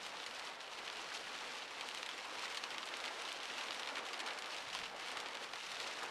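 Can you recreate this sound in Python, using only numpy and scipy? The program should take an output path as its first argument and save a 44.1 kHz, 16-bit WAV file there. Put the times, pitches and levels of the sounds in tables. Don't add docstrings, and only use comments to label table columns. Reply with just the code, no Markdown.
import sys
import numpy as np
from scipy import signal
from scipy.fft import rfft, irfft
from scipy.io import wavfile
from scipy.ndimage import uniform_filter1d

SR = 44100
rng = np.random.default_rng(int(sys.argv[2]) if len(sys.argv) > 2 else 0)


def log_audio(samples):
    frames = np.atleast_2d(samples).T
    limited = np.clip(frames, -1, 1)
    pcm = np.round(limited * 32767).astype(np.int16)
    wavfile.write(sys.argv[1], SR, pcm)


N = 269010

# pitch_hz, level_db (per Hz)
RUMBLE_COLOUR = [(20, -4), (60, -5), (120, -2), (200, 3.5), (400, -26)]
# start_s, level_db
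RUMBLE_LEVEL = [(0.0, -75), (3.0, -78), (4.5, -85), (4.8, -67.5), (5.1, -80.5), (5.5, -72), (6.1, -75)]
# start_s, roof_level_db, windscreen_level_db
RAIN_LEVEL = [(0.0, -53.5, -53), (0.25, -52.5, -52), (0.5, -51.5, -52.5), (0.57, -53, -59.5),
              (0.64, -55, -54.5), (0.75, -51.5, -52.5), (0.88, -51.5, -51.5), (1.1, -51.5, -50),
              (1.55, -51, -50), (1.68, -53, -55), (1.8, -50.5, -52.5), (2.2, -52.5, -51.5),
              (2.42, -50.5, -48), (2.65, -50.5, -52), (3.15, -49, -52), (3.3, -51, -48.5), (3.9, -48, -53),
              (4.02, -47.5, -56.5), (4.1, -49, -52), (4.3, -47, -54), (4.42, -50.5, -56),
              (4.55, -50.5, -47.5), (4.66, -53, -52), (4.78, -51, -49), (4.89, -54, -52),
              (4.94, -50, -60.5), (4.99, -52, -53), (5.05, -52.5, -51), (5.2, -48.5, -53.5),
              (5.49, -51, -55), (5.6, -52, -49), (5.8, -51, -48), (6.1, -48.5, -50.5)]
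# pitch_hz, level_db (per Hz)
ROOF_COLOUR = [(20, -31), (100, -20), (170, -22), (250, -6), (400, -4.5), (465, 0.5), (560, -1), (850, 1),
               (1300, -0.5), (2000, -5), (4000, -16.5), (13000, -52.5)]
# pitch_hz, level_db (per Hz)
GLASS_COLOUR = [(300, -30), (900, -4), (1600, -5), (2100, -2.5), (3000, -0.5), (4200, -4.5), (6000, -10.5),
                (9000, -18), (12000, -27.5), (13000, -34), (14000, -48)]
# pitch_hz, t60_s
CABIN_DECAY = [(500, 0.053), (1500, 0.15), (3500, 0.041), (9000, 0.08)]
# start_s, peak_db, thud_centre_hz
ROOF_THUDS = [(0.06, -43, 937), (1.116, -38.5, 1410), (2.431, -39, 1200), (2.934, -46, 990),
              (3.107, -40, 802), (3.969, -39, 1150), (4.675, -60, 110), (4.747, -39, 1020),
              (4.8, -52.5, 260), (4.947, -42, 704), (5.087, -42.5, 1230), (5.167, -37.5, 1450),
              (6.022, -34, 1274), (6.036, -38, 1040)]
# peak_s, peak_db, splat_centre_hz, treble_db (per octave, 4 to 8 kHz), ring_db
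LARGE_DROPS = [(0.0204, -53, 2850, -12, -12), (0.051, -38.5, 2930, -5, 2), (0.065, -36.5, 2670, 0, 2),
               (0.1715, -38, 2860, -13, -12), (0.2015, -36.5, 2810, -14, -12), (0.2316, -39, 2840, -9, -1),
               (0.241, -37, 3000, 0, -3), (0.2639, -33, 3240, 2, 1.5), (0.3114, -38, 2610, -2, -4),
               (0.3504, -43, 4050, 7, -12), (0.3895, -44, 3410, 7, 1), (0.3954, -37.5, 3700, 2, 1),
               (0.4257, -38, 2860, -14, -12), (0.4525, -42, 4100, 6, -1), (0.4729, -37, 3250, -3, -2),
               (0.6064, -38, 3280, -3, -1), (0.6146, -38, 2420, -3, -12), (0.6457, -42, 2850, -16, 1),
               (0.667, -42, 3110, -3, -6), (0.6787, -42, 2940, -7, -9), (0.7353, -39.5, 2940, -3, 1),
               (0.8794, -34, 3710, -8, -7), (0.8865, -40, 3110, -9, -3), (0.9009, -32.5, 4020, -5, -8),
               (0.928, -39, 3430, 2, 2), (0.9707, -35, 2620, 3, -10), (1.0177, -41, 3310, 9, -14),
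               (1.09, -40, 3430, -4, -12), (1.1402, -39, 2060, 3, 3), (1.1507, -43, 4700, 8, 3),
               (1.3522, -38, 3360, -4, -1), (1.6071, -41, 2270, -14, -12), (1.6217, -38, 3430, -11, 4),
               (1.6283, -44, 2790, -9, -14), (1.6517, -42, 2570, -13, 3), (1.7093, -39.5, 3850, 1, 3),
               (1.7366, -43, 2550, -12, -9), (1.751, -40, 2580, -13, 0), (1.7966, -38, 3050, -9, 1),
               (1.8106, -29.5, 3380, -3.5, -2), (1.8885, -31.5, 3290, 1, -9), (1.913, -40, 2880, -4, -7),
               (1.9485, -32.5, 2800, 3, -10), (1.9746, -32, 3410, -6, 3), (1.9859, -39, 3020, 6, -4),
               (2.0306, -29.5, 3220, -4, -12), (2.0543, -40, 3280, -13, 1), (2.063, -35, 3600, 2, 1),
               (2.0905, -31, 3250, -4, 1), (2.1144, -35, 3830, -10, -12), (2.1799, -36.5, 4410, -1, 1),
               (2.191, -37, 2770, -11, -10), (2.2497, -41, 2600, 1, 10), (2.3846, -36, 2630, -7, 2),
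               (2.3945, -35, 3450, -3, -4), (2.4245, -36, 3170, 0, 2), (2.49, -43, 3320, -5, -6),
               (2.503, -37, 4060, 3, -8), (2.5472, -33, 3170, -1, 4), (2.573, -30.5, 2900, 0, 3),
               (2.597, -37, 3090, -13, -12), (2.6395, -26, 3270, -2, -2), (2.706, -34, 3320, -2, 0),
               (2.7178, -34.5, 3500, -8, 1), (2.746, -36.5, 3780, -4, -2), (2.7827, -29.5, 3470, -3, -4),
               (2.8305, -33, 3340, -11, -2), (2.8565, -37.5, 2710, 7, 3), (2.8666, -41, 3010, 8, 3),
               (2.8751, -35, 2890, -7, 0), (2.889, -34.5, 3340, -2, 0), (2.9402, -31.5, 2430, -9, -10),
               (2.971, -35.5, 4150, 9, -14), (3.0029, -36.5, 3270, -5, 0), (3.0412, -32, 3270, -3, 0),
               (3.0536, -33, 3260, 0, 0), (3.0603, -31, 3330, -3, -9), (3.0795, -34.5, 3470, -5, 3),
               (3.171, -48, 2860, 2, -8), (3.2147, -39, 4360, -2, -4), (3.221, -34, 3200, 3, 0),
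               (3.2523, -34, 2870, -2, 2), (3.2885, -36, 2940, 1, 5), (3.32, -31, 3080, -10, -10),
               (3.3283, -38, 3860, 11, -14), (3.4035, -37, 3060, -16, -9), (3.4326, -35, 3070, -2, -4),
               (3.4559, -33.5, 3180, -2, -8), (3.5002, -33.5, 2560, -14, 2), (3.5201, -48, 3350, 6, -10),
               (3.5386, -39, 3470, 0, -14), (3.5817, -34, 3430, -3, 4), (3.5887, -36, 3270, 2, 3),
               (3.611, -34, 2820, -5, 5), (3.6362, -35, 4210, -2, 3), (3.6852, -36, 3460, -16, -2),
               (3.7089, -28, 3840, -4, -4), (3.7213, -33, 3350, -6, -6), (3.7296, -36, 3160, 3, -3),
               (3.7453, -36, 3130, 2, 4), (3.7967, -32.5, 3850, -2, 1), (3.822, -37.5, 3560, -3, -1),
               (3.8332, -32.5, 3810, -12, -12), (3.8608, -34, 2670, -3, -12), (3.8744, -31, 3850, -7, -1),
               (3.8896, -32, 3320, -1, 1), (3.9571, -32.5, 3240, -3, -1), (3.9697, -33, 2440, -6, 4),
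               (3.9824, -34, 3200, 1, 2), (3.992, -33, 2810, -9, -4), (4.0541, -38, 2890, 3, 1),
               (4.0656, -38, 2600, 3, 2), (4.0873, -35, 3010, 5, 4), (4.1327, -34, 3390, 0, 2.5),
               (4.143, -35, 3210, -10, -4), (4.1774, -46, 3160, 8, -12), (4.1933, -33.5, 4190, 0, 2),
               (4.203, -32, 4130, -2, 6), (4.263, -33, 2490, -2, 6), (4.2707, -36, 3070, -10, 2),
               (4.2761, -33, 3660, -3, 3), (4.2866, -34, 3240, -6, -2), (4.307, -34.5, 2230, -12, 2),
               (4.3346, -40, 2890, 4, -7), (4.3765, -36.5, 2090, -6, 3), (4.389, -36, 3560, 7, -3),
               (4.4232, -33, 4020, 1, -5), (4.4441, -35, 2920, -8, -17), (4.46, -35, 3720, -1, -5),
               (4.4683, -37, 3080, -3, -12), (4.5253, -39, 3380, 1, 1), (4.5336, -39, 2980, 0, -2),
               (4.5661, -36, 2880, 0, -10), (4.6891, -39, 3310, 3, -8), (4.7022, -34, 2380, -5, -7),
               (4.7316, -34, 3260, 0, 1), (4.7444, -33, 3750, 1, -3), (4.7508, -30, 3990, -1, -2),
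               (4.7608, -33, 2290, -17, -3), (4.7695, -35, 3520, -9, -9), (4.7903, -34, 4020, 1, -14),
               (4.8156, -35, 3360, -11, 0), (4.8368, -34, 3030, -16, -5), (4.842, -35, 2950, -11, -15),
               (4.857, -40.5, 2420, -5, 12), (4.8628, -35, 2930, -10, -12), (4.9643, -42, 2940, 3, 0),
               (4.9986, -37, 3370, 0, 1), (5.011, -42, 3750, -1, -3), (5.0208, -42, 2510, -2, 3),
               (5.0303, -39, 2950, -7, -3), (5.0624, -40, 4170, 6, -6), (5.0755, -36.5, 2790, -4, 2),
               (5.085, -33, 3510, 2, 0), (5.1067, -40, 3660, -12, 4), (5.117, -33.5, 3710, 2, 2),
               (5.1722, -32, 2380, 1, -1), (5.2029, -29.5, 3300, 4.5, -5), (5.2608, -33, 3360, -7, 0),
               (5.266, -37.5, 3600, -10, 0), (5.2706, -39.5, 2860, -5, -3), (5.2871, -36, 3820, 2, -6),
               (5.334, -36, 2920, 1, -12), (5.3467, -39, 4060, 0, 1), (5.3532, -34, 3910, -1, -6),
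               (5.3717, -35, 3350, -3, -2), (5.4335, -41.5, 2780, 5, 7), (5.4384, -40, 3330, -9, 0),
               (5.445, -40, 3490, 0, -6), (5.5361, -32, 3740, -8, -2), (5.5582, -34, 3170, -2, -2),
               (5.634, -50, 3340, -7, -12), (5.7177, -36, 3630, 2, 4), (5.802, -30.5, 4260, -3, -5),
               (6.032, -38, 3970, 8, 4)]

LUMPS_DB, LUMP_S = 2, 0.056
PATCH_DB, DRUM_DB, DRUM_S = 0.48, 0.89, 0.042
SPRAY_DB, GUST_DB, GUST_S = -7.5, 2.3, 0.036
THUD_S = 0.0076
LEAD_S = 0.0007
TREBLE_NOISE_DB, EDGE_HZ = -82.5, 13500


def gain_of(db):
    return 10 ** (np.asarray(db) / 20)


def evened(x):
    return x / np.sqrt(np.mean(x ** 2) + 1e-20)


def read(points, hz):
    f, value = np.transpose(points)
    return np.interp(np.log(hz + 1), np.log(f + 1), value)


def over_time(seconds, values):
    return np.interp(np.arange(N) / SR, seconds, values)


def coloured(x, db):
    hz = np.fft.rfftfreq(len(x), 1 / SR)
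    return irfft(rfft(x) * gain_of(db(hz)), len(x))


def wander(seconds):
    size = max(round(seconds * SR), 2)
    smooth = uniform_filter1d(rng.standard_normal(N), size)
    return evened(uniform_filter1d(smooth, size))


def rain_gain(column):
    columns = np.transpose(RAIN_LEVEL)
    return gain_of(over_time(columns[0], columns[column]))


def add(mix, s, db, sound):
    at = round(s * SR)
    mix[at:at + len(sound)] += gain_of(db) * sound / abs(sound).max()


def rumble():
    roar = evened(coloured(rng.standard_normal(N), lambda f: read(RUMBLE_COLOUR, f)))
    level_db = over_time(*np.transpose(RUMBLE_LEVEL)) + LUMPS_DB * wander(LUMP_S)
    return gain_of(level_db) * roar


def roof():
    frames, hz = N // 256 + 5, np.fft.rfftfreq(1024, 1 / SR)
    real, imag, patches = rng.standard_normal((frames, 513, 3)).T
    patches = uniform_filter1d(patches, 10, axis=0)
    patches = evened(uniform_filter1d(patches, 8, axis=1))
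    colour_db = read(ROOF_COLOUR, hz)[:, None] + PATCH_DB * patches
    roar = signal.istft((real + 1j * imag) * gain_of(colour_db), nperseg=1024, noverlap=768)[1][:N]
    return gain_of(DRUM_DB * wander(DRUM_S)) * rain_gain(1) * evened(roar)


def spray():
    hiss = coloured(rng.standard_normal(N), lambda f: read(GLASS_COLOUR, f) + 2.0 * np.log2((f + 1) / 3000))
    rain = rain_gain(2) ** 0.7 * rain_gain(1) ** 0.3
    return gain_of(SPRAY_DB + GUST_DB * wander(GUST_S)) * rain * evened(hiss)


def cabin():
    taps = np.zeros(2048)
    at = np.arange(20, 2030, 12)
    taps[at + rng.integers(0, 12, len(at))] = rng.choice([-1., 1.], len(at))
    hz, t, bands = signal.stft(taps, SR, nperseg=128)
    decay_db = -60 * t / read(CABIN_DECAY, hz)[:, None]
    tail = signal.istft(bands * gain_of(decay_db), SR, nperseg=128)[1]
    return tail / np.linalg.norm(tail)


def splat(hz, ring_db, treble_db, lift_db, spread, scatter=0.000383, thin_db=0):
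    f = np.fft.rfftfreq(2048, 1 / SR)
    db = read(GLASS_COLOUR, f)
    db += lift_db * np.exp(-(np.log2((f + 1) / hz) / 0.56) ** 2)
    db += treble_db * np.clip(np.log2((f + 1) / 4000), 0, 1)
    db += 2.5 * evened(uniform_filter1d(rng.standard_normal(len(f)), size=30))
    db += thin_db * np.clip(np.log2(2300 / (f + 1)), 0, 2)
    late = scatter * evened(uniform_filter1d(rng.standard_normal(len(f)), size=12))
    turns = spread * (2 * np.sqrt(3000 * f) - .5 * f) + 256 * f / SR
    turns += np.cumsum(late) * f[1] + rng.random()
    tick = irfft(gain_of(db) * np.exp(-2j * np.pi * turns))
    ring = signal.fftconvolve(tick, cabin())[:len(tick)]
    return (tick + gain_of(ring_db) * ring) / np.linalg.norm(tick)


def patter(per_s, spread_db, flurry_db):
    size_db = spread_db * np.minimum(rng.exponential(1, N), 3.5)
    size = gain_of(size_db) * (rng.random(N) < per_s / SR)
    fat_db = 10.5 + 2.0 * rng.standard_normal(N)
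    size += gain_of(fat_db) * (rng.random(N) < 70 / SR)
    spots_hz = np.geomspace(1600, 6500, num=120)
    spot, out = rng.integers(0, len(spots_hz), N), np.zeros(N)
    for k, hz in enumerate(spots_hz):
        spread = rng.uniform(0.000417, .0025)
        tap = splat(hz, ring_db=-2.5, treble_db=0.0, lift_db=7.5, spread=spread)
        out += signal.oaconvolve(size * (spot == k), tap)[256:N + 256]
    return rain_gain(2) * evened(out * gain_of(flurry_db * wander(0.019)))


def thud(centre_hz):
    u = np.clip(np.arange(-256, 1792) / SR / THUD_S, 0, None)
    swell = u * np.exp(-2 * u)
    return coloured(swell * rng.standard_normal(len(u)), lambda f: -28 * np.log2((f + 1) / centre_hz) ** 2)


def large_drops():
    out = np.zeros(N + 4096)
    for s, db, hz, treble_db, ring_db in LARGE_DROPS:
        drop = splat(hz, ring_db, treble_db, lift_db=2, spread=0.001401, scatter=0.00075, thin_db=-1)
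        add(out, s - LEAD_S, db, drop)
    for s, db, hz in ROOF_THUDS:
        add(out, s, db, thud(hz))
    return out[256:N + 256]


def scene():
    background = rumble() + roof() + spray()
    taps = patter(per_s=1700, spread_db=3.5, flurry_db=1.2) + large_drops()
    return np.tile(background + taps, (2, 1))


def record(dry):
    noise = np.diff(rng.standard_normal((N + 2, 2)).T, n=2)
    mixed = dry + gain_of(TREBLE_NOISE_DB) * evened(noise)
    lowpass = signal.firwin(255, EDGE_HZ, window=("kaiser", 9), fs=SR)
    return signal.oaconvolve(mixed, lowpass[None], "same")


dry = scene()
out = record(dry)
log_audio(out)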